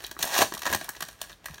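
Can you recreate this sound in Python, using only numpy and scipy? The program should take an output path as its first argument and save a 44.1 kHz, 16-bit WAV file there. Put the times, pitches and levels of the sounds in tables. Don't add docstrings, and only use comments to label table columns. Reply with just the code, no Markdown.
import sys
import numpy as np
from scipy import signal
from scipy.fft import rfft, irfft
from scipy.io import wavfile

SR = 44100
rng = np.random.default_rng(int(sys.argv[2]) if len(sys.argv) > 2 else 0)


def unload_wav(signal):
    wavfile.write(
        sys.argv[1],
        SR,
        np.round(np.clip(np.atleast_2d(signal).T, -1, 1) * 32767).astype(np.int16),
    )


N = 70560
T, HZ = np.arange(N) / SR, np.fft.rfftfreq(N, 1 / SR)
EVENT_S = 0.006


def amp(db):
    return 10 ** (np.asarray(db) / 20)


def unit(x):
    return x / np.sqrt(np.mean(x ** 2) + 1e-20)


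def at_level(sound, db):
    return amp(db) * sound * np.sqrt(EVENT_S * SR / np.sum(sound ** 2))


def read(points, hz):
    f, value = np.transpose(points)
    return np.interp(np.log(hz + 1), np.log(f), value)


def add(mix, s, sound):
    part = mix[max(round(s * SR), 0):][:len(sound)]
    part += sound[:len(part)]


def colour(x, db):
    cepstrum = irfft(np.log(amp(db)), N)
    cepstrum[1:N // 2] *= 2
    cepstrum[N // 2 + 1:] = 0
    impulse = irfft(np.exp(rfft(cepstrum)), N)[:4096]
    return signal.oaconvolve(x, impulse)[:len(x)]


def room_tone():
    # hz, relative level_db (per Hz)
    tone_spectrum = [(25, -45), (48, -1), (80, -11), (150, -13.5), (400, -23), (1600, -26.5), (5000, -35.5),
                     (16000, -52)]
    level_db = -58
    spectrum = rfft(rng.standard_normal(N)) * amp(read(tone_spectrum, HZ))
    return amp(level_db) * unit(irfft(spectrum, N))


def crackle(per_s, spread_db, hiss):
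    fracture_decay_s = 0.00065
    t, out = np.arange(0, 0.006, 1 / SR), np.zeros(N)
    kinds = rng.standard_normal(size=(16, len(t)))
    for noise in kinds:
        burst = unit(noise * np.exp(-t / fracture_decay_s))
        size = amp(spread_db * np.minimum(rng.exponential(1, N), 3.5))
        strikes = rng.random(N) < per_s / len(kinds) / SR
        out += signal.oaconvolve(size * strikes, burst)[:N]
    return unit(unit(out) + hiss * rng.standard_normal(N))


def rustle():
    # time_s, level_db
    rustle_level = [(0, -48.5), (.03, -46.5), (.09, -56.5), (.18, -57.5), (.45, -38.5), (.51, -55.5),
                    (.6, -49.5), (.79, -48), (.855, -41), (.878, -55.5), (.92, -50.5), (.99, -55),
                    (1.05, -48), (1.17, -59.5), (1.205, -55), (1.235, -45.5), (1.28, -56.5), (1.335, -49),
                    (1.36, -81), (1.44, -60.5), (1.45, -51.5), (1.6, -55)]
    # hz, relative level_db (per Hz)
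    rub_spectrum = [(40, -37), (150, -7.5), (400, 1), (900, 2.5), (1700, 3), (3500, -2.5), (6500, -5),
                    (10000, -8), (16000, -12.5)]
    grains = crackle(per_s=900, spread_db=8.5, hiss=0.73)
    grains = unit(colour(grains, read(rub_spectrum, HZ)))
    return grains * amp(np.interp(T, *np.transpose(rustle_level)))


def creases():
    # start_s, level_db, then band offsets depth_db, body_db, sheen_db
    crease_events = [(0.0395, -38.5, -5.5, -0.5, -4), (0.0642, -38, -42, -37, -2.5),
                     (0.1119, -35.5, -9, -4, -5.5), (0.1902, -34.5, -6, -3.5, -1.5),
                     (0.2261, -24.5, -18, -9.5, -1), (0.2303, -28.5, -18, -3, 1), (0.241, -42, -7, 6.5, -1),
                     (0.251, -35.5, -1, -12, 3.5), (0.378, -22.5, -29, -2, -5.5),
                     (0.3878, -24.5, 0.5, 2, -10), (0.4172, -22, -1, 1, -8.5), (0.522, -38.5, -13, 1, -16),
                     (0.538, -35, -5.5, -1, -0.5), (0.5486, -36, -7.5, -6, -1), (0.5758, -36, -13, -9, -6),
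                     (0.5923, -40, -17, -8, -1), (0.6185, -33.5, -24, -1, -7),
                     (0.6303, -34, -10.5, -4.5, -10), (0.6541, -31.5, -11, 5, -7.5),
                     (0.6635, -29, -2.5, 2, -12), (0.6734, -34.5, -0.5, 8.5, -11), (0.699, -39, 4.5, 6, 0),
                     (0.7152, -36, 3, -2, -1), (0.7265, -31.5, -3, 8, 3), (0.7333, -24, -7, -3.5, -14),
                     (0.747, -25, -5.5, -1, -1), (0.811, -37.5, -0.5, 2, -9), (0.8426, -40.5, -8, -10, 1),
                     (0.89, -35, -8, 3.5, 3.5), (0.9646, -42, -7, -8, -21), (1.0053, -33.5, -11, -2, -3),
                     (1.0234, -29, -29, -2, -5), (1.0858, -40, -9, -3.5, -5), (1.2148, -33, -14, -8.5, 0.5),
                     (1.296, -45, -7.5, -1, -16), (1.4573, -36, -15.5, 1.5, -0.5),
                     (1.4828, -47, -7, 8.5, -11), (1.5418, -42, -29, -8, -7.5), (1.58, -46, -10, 1.5, -13)]
    band_edges_hz = [200, 780, 2200, 7000, 15500]
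    # rise_s, hold_s, decay_s, gain_db
    snap_bands = [(0.00062, 0.0044, 0.0035, -1), (0.00054, 0.002, 0.0041, -2),
                  (0.00016, 0.0032, 0.0031, -2.5), (0.0006, 0.00083, 0.0037, -0.27)]
    grain_db, grain_s = 3, 0.0003086
    t, out = np.arange(0, 0.03, 1 / SR), np.zeros(N)
    bands = [signal.butter(N=3, Wn=edges, btype="band", fs=SR, output="sos")
             for edges in zip(band_edges_hz, band_edges_hz[1:])]
    for s, db, depth, body, sheen in crease_events:
        wobble = np.interp(t / grain_s, np.arange(len(t)), rng.standard_normal(len(t)))
        grain = amp(grain_db * wobble)
        offsets_db = (depth, body, 0, sheen)
        for band, offset_db, (rise, hold, decay, gain_db) in zip(bands, offsets_db, snap_bands):
            shape = np.minimum(t / rise, 1) * np.exp(-np.maximum(t - hold, 0) / decay)
            snap = signal.sosfilt(band, rng.standard_normal(len(t)) * grain * shape)
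            add(out, s, at_level(snap, db + offset_db + gain_db))
    return out


def pops():
    # start_s, level_db, pitch_hz
    pop_events = [(0.0465, -35, 3960), (0.1664, -39, 1300), (0.2285, -25.5, 3590), (.2292, -27.5, 6380),
                  (.2418, -31.5, 684), (.3485, -30, 1810), (.3635, -30, 1140), (0.4215, -25, 1036),
                  (0.4262, -21.5, 770), (.5225, -37.5, 1080), (0.5695, -38, 1210), (.6638, -29, 1005),
                  (.7472, -29, 900), (0.8843, -41, 900), (0.9505, -46, 1990), (1.0245, -34, 1020),
                  (1.2153, -36.5, 3624), (1.2158, -42.5, 674), (1.3291, -47, 3620)]
    rise_s, decay_s = 0.00049, 0.0019
    spread_octaves, side_db = 0.465, -8
    t, out = np.arange(0, 0.03, 1 / SR), np.zeros(N)
    shape = np.minimum(t / rise_s, 1) * np.exp(-t / decay_s)
    for s, db, hz in pop_events:
        offsets, phases = rng.random(size=(2, 6))
        place = 2 * (np.arange(len(offsets)) + offsets) / len(offsets) - 1
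        sides_hz = hz * 2 ** (spread_octaves * place)
        sides = np.sin(2 * np.pi * (np.outer(t, sides_hz) + phases)).sum(1)
        ring = shape * (np.sin(2 * np.pi * hz * t) + amp(side_db) * sides)
        add(out, s, at_level(ring, db))
    return out


def bumps():
    # start_s, level_db, pitch_hz
    bump_events = [(.166, -47.5, 340), (.2, -48, 170), (0.403, -35, 124.7), (.421, -37, 100),
                   (.521, -38, 340), (0.541, -42.5, 200), (.695, -40, 85), (.728, -40, 170),
                   (.745, -36.5, 100), (1.022, -44.5, 168.7), (1.501, -42.5, 150), (1.508, -43, 70)]
    cycles_to_peak = 0.59
    t, out = np.arange(0, 0.1, 1 / SR), np.zeros(N)
    for s, db, hz in bump_events:
        swell = t * hz / cycles_to_peak
        thud = swell * np.exp(-swell) * np.sin(2 * np.pi * (hz * t + rng.random()))
        add(out, s, at_level(thud, db))
    return out


def seam():
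    # time_s, level_db, brightness_db (treble against bass)
    first_pull = [(.195, -53, 5), (.207, -34, 2), (.222, -41, 8), (.245, -50, -7), (.272, -34.5, 3.5),
                  (.3, -38, -1), (.325, -31.5, -1), (.35, -25.5, 0), (.372, -25.5, -2.5), (.388, -27, 10),
                  (.398, -25.5, 1), (.407, -22.5, -4), (.423, -17.5, -3.5), (.431, -27.5, 4),
                  (.47, -70, 12)]
    second_pull = [(0.646, -43.5, -0.55), (0.67, -31, -1.4), (.69, -38.5, -2.4), (0.711, -38, 0.018),
                   (0.723, -39, -1), (0.734, -35.5, -1.2), (.752, -33.5, -0.55), (.775, -73, 0)]
    # hz, relative level_db (per Hz)
    rip_spectrum = [(60, -39), (300, -12), (750, 0), (1700, -2.5), (3000, -5), (6000, -7), (10000, -11.5),
                    (16000, -13.5)]
    split_hz = 2500
    rip = crackle(per_s=1100, spread_db=1.5, hiss=0.34)
    rip = unit(colour(rip, read(rip_spectrum, HZ)))
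    low = irfft(rfft(rip) / (1 + (HZ / split_hz) ** 4), N)
    high = rip - low
    out = np.zeros(N)
    for pull in (first_pull, second_pull):
        s, db, bright = np.transpose(pull)
        tilt = amp(np.interp(T, s, bright) / 2)
        pulling = (T > s[0]) * (T < s[-1])
        out += amp(np.interp(T, s, db)) * pulling * (low / tilt + high * tilt)
    return out


def room(x):
    # centre_hz, width_hz, gain_db
    resonances = [(388, 37, 4), (489, 64, -7), (642, 110, 3), (1028, 72, 3.5), (1382, 180, -4.5),
                  (1665, 86, 7.5), (1863, 200, 5), (2117, 234, -8.5), (3187, 72, 2.5), (4000, 550, 3),
                  (4926, 267, -10), (5760, 220, 3.5), (7670, 320, -6.5), (10330, 290, -10)]
    # delay_s, gain (linear)
    reflections = [(.0062, 0.099), (0.0124, 0.23), (.026, 0.075)]
    # hz, t60_s
    decay_times = [(150, 0.43), (600, 0.2), (1500, 0.2), (4000, 0.36), (9000, 0.43), (16000, 0.34)]
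    tail_db, onset_s = -11, 0.0026
    x = colour(x, sum(db / (1 + (2 * (HZ - hz) / width) ** 2) for hz, width, db in resonances))
    hz, t, z = signal.stft(rng.standard_normal(SR // 2), SR, nperseg=256)
    fade = np.exp(-np.log(1000) * t / read(decay_times, hz)[:, None])
    tail = signal.istft(z * fade, SR, nperseg=256)[1]
    tail *= np.minimum(T[:len(tail)] / onset_s, 1)
    tail *= amp(tail_db) / np.linalg.norm(tail)
    for delay, gain in reflections:
        add(tail, delay, np.array([gain]))
    return x + signal.fftconvolve(x, tail)[:N]


def scene():
    pack = rustle() + creases() + pops() + bumps() + seam()
    return (room_tone() + room(pack))[None]


def record(dry):
    cutoff_hz = 15950
    lowpass = signal.firwin(401, cutoff_hz, window=("kaiser", 8), fs=SR)
    return signal.oaconvolve(dry, lowpass[None], "same")


dry = scene()
out = record(dry)
unload_wav(out)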